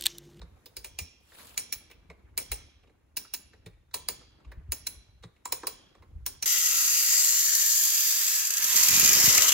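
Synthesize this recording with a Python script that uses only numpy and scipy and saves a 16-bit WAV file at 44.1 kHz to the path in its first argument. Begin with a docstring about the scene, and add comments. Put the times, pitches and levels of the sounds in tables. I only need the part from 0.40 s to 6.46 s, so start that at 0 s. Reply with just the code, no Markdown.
"""Hand winch among trees

A lever winch ratchets: pairs of steel pawl drops, noise bursts through resonators, ring and echo off the trunks.
Small knocks are softer bursts; a swish of leaves or rope is patchy, crackling noise. Under them lie forest air
and hiss of shaped noise, the low noise rumble of a hand-held microphone, and its carrier's bumps, low decaying sines."""
import sys
import numpy as np
from scipy import signal
from scipy.fft import rfft, irfft, next_fast_len
from scipy.io import wavfile
from scipy.ndimage import uniform_filter1d, map_coordinates

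SR = 44100
rng = np.random.default_rng(int(sys.argv[2]) if len(sys.argv) > 2 else 0)


def digitize_waveform(pressure):
    """Quantize a signal to 16-bit integers and store it at the path in sys.argv[1].

    Rows of a 2-D input are taken as channels; values are limited to [-1, 1].
    """
    field = np.atleast_2d(pressure).T
    bounded = np.clip(field, -1, 1)
    quanta = np.round(bounded * 32767).astype(np.int16)
    wavfile.write(sys.argv[1], SR, quanta)


N = 267157

# Pawl drops, and at 5.05 s a low knock on the frame. Each row: time in seconds, strike level in dB, then low
# frame, high frame and treble in dB re strike, # crack pitch in Hz, its gain in dB, chatter in ms, loose part
# in dB re strike.
PAWL_DROPS = [(0.367, -26, -1, -39, 4, 4800, 15, 1.3, -60),
              (0.4447, -25.5, -2, -13, 0.5, 2450, 10.4, 1.6, -60),
              (0.5874, -19, -7, -44, -1.3, 2420, 7.2, 2.7, -58),
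              (1.1768, -14.5, -12.5, -21, 1, 6760, 8.5, 1.1, -29.5),
              (1.3251, -21, -10, -32, 6.5, 5620, 13, 13, -22.5),
              (1.977, -15.5, -1.3, -16, 5.5, 2350, 6.7, 0.82, -60),
              (2.1169, -18, -1.5, -18, 1.2, 2200, 2.5, 6.3, -33.5),
              (2.7683, -19, -10.5, -15, 5, 5050, 9.2, 6.2, -32),
              (2.9372, -22, -14.5, -24.5, 5, 5635, 9.5, 13, -25),
              (3.5411, -16.5, 1.5, -8, 3, 4580, 5.1, 0.72, -57),
              (3.686, -17, -1.5, -10, 4.5, 4510, 8, 2.1, -61.5),
              (4.3201, -20, -3.5, -17.5, 7.5, 6840, 12, 7.7, -22.5),
              (4.4674, -20, -11.5, -19, 3, 5950, 9.5, 7.1, -23.5),
              (5.0546, -24.5, -0.6, 0.3, -2, 7390, 14, 3.7, -55),
              (5.1221, -16, -2.5, -10.5, 4, 5270, 4, 6.7, -54),
              (5.2697, -18, -1, -6.5, 6, 4600, 2, 1.33, -60),
              (5.8626, -18, -6, -12.5, 7, 5680, 10.5, 2.2, -60),
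              (6.0246, -19, -27, -18, 3, 5930, 14, 6.1, -60)]
# Small ticks and knocks of lever and twigs. Each row: time in seconds, strike level in dB, then low frame,
# high frame and treble in dB re strike, pitch in Hz, its gain in dB, chatter in ms.
TICKS = [(0.0149, -43.5, 15.7, 7.5, -30, 1390, 22.4, 3.2), (0.259, -39.5, 7.4, -1.5, 9.7, 4670, 14.3, 1.1),
         (0.9189, -57, 20.6, 9.5, -11.5, 1690, 29.5, 4.9), (0.9535, -51, 1.5, -12, -6.5, 2110, 9.6, 6.6),
         (0.9934, -50, 3.5, 7, -4.5, 1530, 27, 9.3), (1.5008, -48.5, 7.1, 5, -0.6, 2106, 15, 7.4),
         (1.5121, -43, 7.8, -5, 4.5, 2600, 19, 3.6), (1.7, -46, 22, 6, -11.5, 2150, 22.3, 5),
         (2.4336, -64.5, 26.4, 7, -12.5, 2690, 22.6, 7.9), (2.4726, -65.5, 19, 5, -15.5, 2790, 21, 5.8),
         (2.4947, -70.5, 30, 2, -11, 2140, 30, 6), (2.8486, -55, 7.5, 7, -8, 1350, 33, 3.1),
         (3.133, -55, 21, -20.5, -7.5, 1850, 26.3, 2.4), (3.261, -33.5, 9, -6, -5, 2075, 8, 1.45),
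         (3.333, -69.5, 8, -4, -25, 2340, 24, 7.1), (3.511, -55.5, 5, -3, -15, 1400, 22, 4),
         (3.8106, -52, 18, 7.5, -20.5, 1300, 26, 4.1), (4.0, -64, 4, 3, -23, 1430, 24, 9),
         (4.0464, -58.5, 5.5, 12.5, -16.5, 2750, 19, 7.5), (4.076, -62, 4, 8, -18, 1100, 21, 5),
         (4.1166, -54, 21.3, 10.5, 9.5, 1690, 33, 7.6), (4.826, -46, 5, -4, -9, 2250, 5, 3.2),
         (4.835, -34.5, 11, -2, -32, 2250, 3.9, 1.8), (4.9616, -72, 20, -5.5, -22, 2390, 32, 6),
         (5.231, -40.5, 26.4, 18.5, -13, 1450, 26.4, 8.3), (5.5483, -51, 15.7, 9, -17, 2050, 13.7, 2.7),
         (5.6225, -55.5, 17.4, 14.5, -2, 2080, 22, 3.9)]
# Bumps on the microphone. Each row: start in seconds, swing level in dB, pitch in Hz, t60 in seconds,
# thud in dB re swing before a common lift.
BUMPS = [(0.026, -43, 76.4, 0.053, 5), (0.374, -39, 55, 0.2, -20), (0.611, -27.5, 77, 0.11, -12),
         (1.689, -39.5, 67, 0.21, 0), (1.839, -42.5, 72, 0.11, -13), (2.11, -22, 55.4, 0.14, -30.5),
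         (2.238, -39, 71.5, 0.18, -30), (3.261, -38, 108, 0.13, 1.5), (4.064, -31, 57.7, 0.25, -18),
         (4.173, -19.5, 51.5, 0.054, -21.5), (4.289, -21.5, 64.3, 0.11, -25.5),
         (4.562, -37.5, 57.3, 0.19, -31.5), (4.842, -37.5, 112, 0.12, 3), (5.752, -27, 51.1, 0.087, -15.5)]
# Steel of pawl and wheel, damped by the rope. Each row: pitch in Hz, relative level in dB, t60 in seconds.
STEEL_MODES = [(2410, -18.5, 0.14), (3303, -17.5, 1), (4010, -15, 0.36), (4820, -18.5, 0.6),
               (5560, -12, 0.56), (6130, -17, 0.55), (6900, -9.5, 0.35), (8610, 10.5, 0.17),
               (12500, -6, 0.074), (13200, -21.5, 0.14), (16200, -7.5, .14)]
# Loose part of the winch: pitch in Hz, t60 in seconds.
LOOSE_MODE = (11172, 0.35)
# Winch frame, low and high resonances. Each row: pitch in Hz, width in Hz, gain in dB.
LOW_FRAME = [(360.3, 180, 0.5), (479, 217, 2.46)]
HIGH_FRAME = [(984, 150, 4.7), (1126, 140, 4.8)]
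# Resonances shared by all pawl drops, and by all ticks. Each row: pitch in Hz, mean gain in dB.
PAWL_MODES = [(2330, 2), (2780, 2.4), (4080, 5), (4790, 6.2), (5900, 1.7), (6905, 4.9)]
TICK_MODES = [(3700, 11)]
# Colour of a contact. Each row: frequency in Hz, gain in dB.
SNAP_COLOUR = [(300, -25.5), (1200, -18.5), (2400, -11), (3200, -14.5), (4100, -11.5), (5500, -15),
               (7000, -11), (8800, 0.5), (10500, -16), (12500, -11.5), (14300, -15), (15600, -4),
               (16500, -35.5)]
# Colours of forest air, microphone hiss, rumble and rubbing. Each row: frequency in Hz, relative dB per Hz.
AIR_COLOUR = [(150, -0.5), (300, 1.5), (700, -8), (1200, -10.5), (2000, -15), (3000, -19.5), (4500, -26.5),
              (8000, -64.5)]
HISS_COLOUR = [(1000, -7), (3000, -5), (6000, 3.5), (9000, 3), (12500, -1.5), (15600, -2), (16200, -30)]
RUMBLE_COLOUR = [(15, -42), (30, 4.5), (52, 9.5), (80, 5.5), (130, -7), (220, -28), (400, -69)]
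RUB_COLOUR = [(300, 0.5), (1200, 1), (2000, -2.5), (4200, -0.5), (6000, -9), (8300, 0), (10500, -6),
              (14300, -7), (15600, -5.5), (16500, -42.5)]
# Faders of air (before the echo wash), hiss, rumble (before gusts) and swish.
# Each row: time in seconds, level in dB.
AIR_LEVEL = [(0, -62), (.5, -67.5), (.9, -74), (1.64, -65), (2.6, -71), (3.2, -68.5), (3.6, -74.5),
             (4.12, -62), (4.25, -67), (4.88, -71), (5.3, -63.5), (6.06, -70.5)]
HISS_LEVEL = [(0, -79.5), (.4, -73.5), (.75, -80.5), (3, -85.5), (6.06, -81)]
RUMBLE_LEVEL = [(0, -47.5), (.27, -63.5), (.5, -52), (.79, -66.5), (1.18, -61), (1.84, -61), (2.16, -52.5),
                (2.41, -62), (2.87, -62.5), (3.39, -55.5), (3.63, -61), (4.1, -58.5), (4.23, -45.5),
                (4.5, -58.5), (4.91, -59), (5.5, -62), (5.79, -43.5), (6.06, -58.5)]
SWISH_LEVEL = [(0.8, -77), (0.866, -66), (1.002, -49), (1.17, -57.5)]
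# Echo off the trunks. Each row: frequency in Hz, t60 in seconds.
TRUNK_T60 = [(300, 0.22), (1200, 0.38), (3000, 1), (7000, 0.46), (11000, 0.26), (14000, 0.093),
             (16000, 0.14)]
# Diffuse sound at the two ports. Each row: frequency in Hz, left-right likeness (1 is identical).
ALIKE = [(60, 0.96), (150, 0.92), (400, 0.17), (1200, 0.34), (3000, 0.12), (6800, 0.11), (8300, 1),
         (16000, 0.57)]
# Sideways balance of the direct winch. Each row: frequency in Hz, left minus right in dB.
SIDEWAYS = [(300, 0), (1000, -3), (1500, 0.5), (3300, -3.5), (4500, -1.5), (5400, -12.5), (6200, -4.5),
            (8000, 3), (16000, -2.5)]
# Lead of the right port below the treble. Each row: frequency in Hz, phase in radians.
PORT_LEAD = [(0, 1), (150, -0.37), (400, 0.3), (1500, 0.55), (2500, 0.4), (3400, -2), (4200, 0.3),
             (5000, 2.5), (5400, -1.4), (5900, -1.9)]

WASH_DB, WASH_T60_S = -41, 0.76  # level of the low echo wash re each pawl's strike level, and its decay
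BOUNCE_DB = 3  # spread of a contact's strength from bounce to bounce
IN_STEP_HZ, TURN_HZ = 6150, 4870  # no lead here; above, one turn per TURN_HZ: a fifth of a millisecond
TOP_HZ = 17100  # band limit


def amp(db):
    """Gain from dB."""
    return 10 ** (np.asarray(db) / 20)


def unit(x):
    """Scale to rms 1."""
    return x / np.sqrt(np.mean(x ** 2) + 1e-20)


def along(points, hz):
    """Read (Hz, value) points on a log frequency axis."""
    f, v = np.transpose(points)
    return np.interp(np.log(hz + 1), np.log(f + 1), v)


def level(rows):
    """Gain per sample from (s, dB) rows, silent outside them."""
    s, db = np.transpose(rows)
    return amp(np.interp(np.arange(N) / SR, s, db, left=-150, right=-150))


def wobble(rate):
    """A smooth random curve with rate knots a second."""
    knots = rng.standard_normal(int(N * rate / SR) + 4)
    return map_coordinates(knots, [np.arange(N) * rate / SR])


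def filtered(x, response):
    """Multiply the spectrum of x by a complex response of frequency."""
    m = next_fast_len(N + SR // 2)
    return irfft(rfft(x, m) * response(np.fft.rfftfreq(m, 1 / SR)), m)[..., :N]


def causal(db):
    """Minimum-phase response for a gain in dB on the FFT grid, by folding the cepstrum."""
    cepstrum = irfft(np.log(amp(db) + 1e-6))
    half = len(cepstrum) // 2
    cepstrum[1:half] *= 2
    cepstrum[half + 1:] = 0
    return np.exp(rfft(cepstrum))


def resonances(modes):
    """Causal response of (Hz, width, dB) modes, added with alternating sign."""
    def response(f):
        return sum((-1) ** k * amp(g) * 1j * f * width / (hz * hz - f * f + 1j * f * width)
                   for k, (hz, width, g) in enumerate(modes))
    return response


def diffuse(pair, spectrum):
    """Two unrelated signals become a left-right pair of the given colour and likeness."""
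    def mid_side(hz):
        turn = np.arccos(np.clip(along(ALIKE, hz), -1, 1)) / 2
        return amp(along(spectrum, hz)) * [np.cos(turn), np.sin(turn)]
    mid, side = filtered(pair, mid_side)
    return np.array([mid + side, mid - side])


def rush(spectrum, grain_db, patchy_db=0):
    """Stereo noise of rms 1 whose level flutters, with time-frequency patches of random gain."""
    z = signal.stft(rng.standard_normal((2, N)), nperseg=256)[2]
    patches = uniform_filter1d(rng.standard_normal(z.shape[1:]), size=6, axis=0)
    patches = unit(uniform_filter1d(patches, size=5, axis=1))
    pair = signal.istft(z * amp(patchy_db * patches), nperseg=256)[1][:, :N]
    return unit(diffuse(pair, spectrum) * amp(grain_db * wobble(150)))


def air():
    """Forest air on a slow level and the microphone's hiss; a long low echo washes after each pawl drop."""
    t = np.arange(N) / SR
    wash = sum(amp(db + WASH_DB - 60 * np.abs(t - s) / WASH_T60_S) * (t > s) for s, db, *_ in PAWL_DROPS)
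    forest = np.hypot(level(AIR_LEVEL), wash) * rush(AIR_COLOUR, grain_db=0.0, patchy_db=2.5)
    return forest + level(HISS_LEVEL) * rush(HISS_COLOUR, grain_db=0.6)


def rumble():
    """Low rumble of the hand-held microphone: dark noise on a slow level with random gusts."""
    gusts = amp(2.5 * wobble(9))
    return level(RUMBLE_LEVEL) * gusts * rush(RUMBLE_COLOUR, grain_db=2.5)


def contacts(rows, modes, rise_s, fade_s, rest_db, rest_s, sharp, modes_sharp, slip_s, slip_db):
    """Each contact slips, chatters for some ms, then dies; it snaps in middle and treble and knocks the frame."""
    t = np.arange(SR // 4) / SR
    body, treble, low, high = np.zeros((4, N + SR))
    for s, db, low_db, high_db, treble_db, pitch_hz, pitch_db, ms, *_ in rows:
        after = np.maximum(t - slip_s, 0)
        over = np.maximum(after - ms / 1000, 0)  # time since the chatter ended
        decay = amp(-60 * over / fade_s - 400 * after) + amp(rest_db - 60 * after / rest_s)
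        shape = (1 - np.exp(-after / rise_s)) ** 2 * decay
        # a faint scrape as the part slips off its seat
        shape += amp(slip_db) * (t / slip_s) ** 1.4 * (t < slip_s + rise_s)

        # the contact bounces: its strength jumps every half millisecond
        bounce = amp(BOUNCE_DB * rng.standard_normal(len(t) // 24 + 1).repeat(24)[:len(t)])
        burst = shape * rng.standard_normal(len(t)) * bounce
        burst *= np.linalg.norm(shape) / np.linalg.norm(burst)

        ring = amp(pitch_db) * signal.lfilter(*signal.iirpeak(pitch_hz, sharp, SR), burst)
        for hz, g in modes:
            ring += amp(g + rng.normal(0, 2.7)) * signal.lfilter(*signal.iirpeak(hz, modes_sharp, SR), burst)

        first = max(round((s - rise_s - slip_s) * SR), 0)
        at = slice(first, first + len(t))
        body[at] += amp(db) * (burst + ring)
        # the treble dies first
        treble[at] += amp(db + treble_db) * burst * (0.36 + np.exp(-after / 0.0056) * (after > 0))
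        low[at] += amp(db + low_db) * burst * (1 - np.exp(-after / 0.0081))  # the frame answers late
        high[at] += amp(db + high_db - 60 * over / 0.18) * burst

    def share(hz):  # crossover from body to treble around 8 kHz
        return 1 / (1 + (8000 / (hz + 1)) ** 8)

    def colour(hz, part):
        return causal(along(SNAP_COLOUR, hz) + 20 * np.log10(part))
    snap = filtered(body[:N], lambda hz: colour(hz, 1.001 - share(hz)))
    snap += filtered(treble[:N], lambda hz: colour(hz, share(hz)))
    return snap + filtered(low[:N], resonances(LOW_FRAME)) + filtered(high[:N], resonances(HIGH_FRAME))


def ticks():
    """Small knocks of lever and twigs: softer contacts with broad resonances."""
    return contacts(TICKS, TICK_MODES, rise_s=0.0014, fade_s=0.074, rest_db=-12, rest_s=0.15,
                    sharp=4.2, modes_sharp=9.5, slip_s=0.0068, slip_db=-24.5)


def bumps():
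    """Steps and grip changes shake the microphone: a few low cycles and a short thud each."""
    out, t = np.zeros(N + SR), np.arange(SR // 2) / SR
    thud_hz, thud_t60, thud_lift_db = 170, 0.082, 4.5
    for s, db, hz, t60, thud_db in BUMPS:
        swing = amp(-60 * t / t60) * (1 - np.exp(-t / 0.0058)) * np.sin(2 * np.pi * hz * t)
        thud = amp(thud_db + thud_lift_db - 60 * t / thud_t60) * (1 - np.exp(-t / 0.01)) ** 2
        thud *= np.sin(2 * np.pi * thud_hz * t + rng.uniform(0, 3.7))
        out[round(s * SR):][:len(t)] += amp(db) * (swing + thud)
    return out[:N] * amp([[.3], [-.3]])  # left and right, dB


def pawls():
    """Pawl drops: abrupt, sharply resonant contacts."""
    return contacts(PAWL_DROPS, PAWL_MODES, rise_s=.0004, fade_s=0.042, rest_db=-9.5, rest_s=0.15,
                    sharp=16, modes_sharp=34, slip_s=.008, slip_db=-15)


def steel():
    """Each pawl drop rings damped steel, its modes wavering like beating clusters, and a loose part by its own level."""
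    out, t = np.zeros(N + SR), np.arange(SR // 3) / SR
    loose_hz, loose_t60 = LOOSE_MODE
    for s, db, *_, loose_db in PAWL_DROPS:
        beats = rng.standard_normal((2, len(STEEL_MODES), len(t)))
        beats = uniform_filter1d(beats, size=140, axis=2) * np.sqrt(70)
        ring = np.zeros(len(t))
        for (hz, g, t60), a, b in zip(STEEL_MODES, *beats):
            wave = a * np.sin(2 * np.pi * hz * t) + b * np.cos(2 * np.pi * hz * t)
            ring += amp(g - 24.0 + rng.normal(0, 3) - 60 * t / t60) * wave  # new strengths every drop
        loose = amp(loose_db - 60 * t / loose_t60) * (1 - np.exp(-t / 0.003))
        loose *= np.sin(2 * np.pi * loose_hz * t)
        loose *= np.cos(2 * np.pi * rng.uniform(1, 7) * t)  # a close pair beats
        out[round(s * SR):][:len(t)] += amp(db) * (ring * (1 - np.exp(-t / 0.0014)) + loose)
    return out[:N]


def trunks(x):
    """Echoes off the trees: each frequency dies at its own speed; a new tail every third of a second."""
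    out, step = np.zeros((2, N + 2 * SR)), SR // 3
    delay = 400  # samples, 9 ms
    for a in range(0, N, step):
        hz, t, z = signal.stft(rng.standard_normal((2, SR)), SR, nperseg=256)
        fade = amp(-60 * t / along(TRUNK_T60, hz)[:, None])
        tail = signal.istft(z * fade, SR, nperseg=256)[1]
        wet = signal.fftconvolve(x[None, a:a + step], tail / np.linalg.norm(tail[0]), axes=1)
        out[:, a + delay:a + delay + wet.shape[1]] += wet
    # echo colour: (Hz, dB)
    return diffuse(out[:, :N], [(200, 1.5), (1000, 1.5), (3000, -8.5), (8000, -9.5), (16000, 7.5)])


def swish():
    """Leaves or rope brushing: patchy noise with sparse crackles riding on it."""
    crackle = amp(5.8 * rng.exponential(size=N // 64 + 1) ** 0.83).clip(0, 9).repeat(64)[:N]
    rub = rush(RUB_COLOUR, grain_db=1.0, patchy_db=2.5)
    return level(SWISH_LEVEL) * unit(rub * (1 + .15 * crackle))


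def scene():
    """Mix the winch, placed sideways, and its echoes with the swish, air, rumble and bumps."""
    winch = ticks() + pawls() + steel()
    direct = filtered(winch, lambda hz: amp(along(SIDEWAYS, hz) * np.array([[.5], [-.5]])))
    return air() + rumble() + bumps() + direct + amp(-9.5) * trunks(winch) + swish()


def record(dry):
    """The ports differ in phase; the deep bass is cut; the top edge rolls off, then nothing passes above the limit."""
    def response(hz):
        below = np.interp(hz, *np.transpose([*PORT_LEAD, (IN_STEP_HZ, 0)]))
        lead = np.where(hz < IN_STEP_HZ, below, 2 * np.pi * (hz - IN_STEP_HZ) / TURN_HZ)
        bass_cut = (1j * hz / (38 + 1j * hz)) ** 2
        edge = amp(np.interp(hz, [15800, 16100, 17000], [0, -12, -35]))
        return np.exp(1j * lead * np.array([[-.5], [.5]])) * edge * bass_cut * (hz < TOP_HZ)
    return filtered(dry, response)


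dry = scene()
out = record(dry)
digitize_waveform(out)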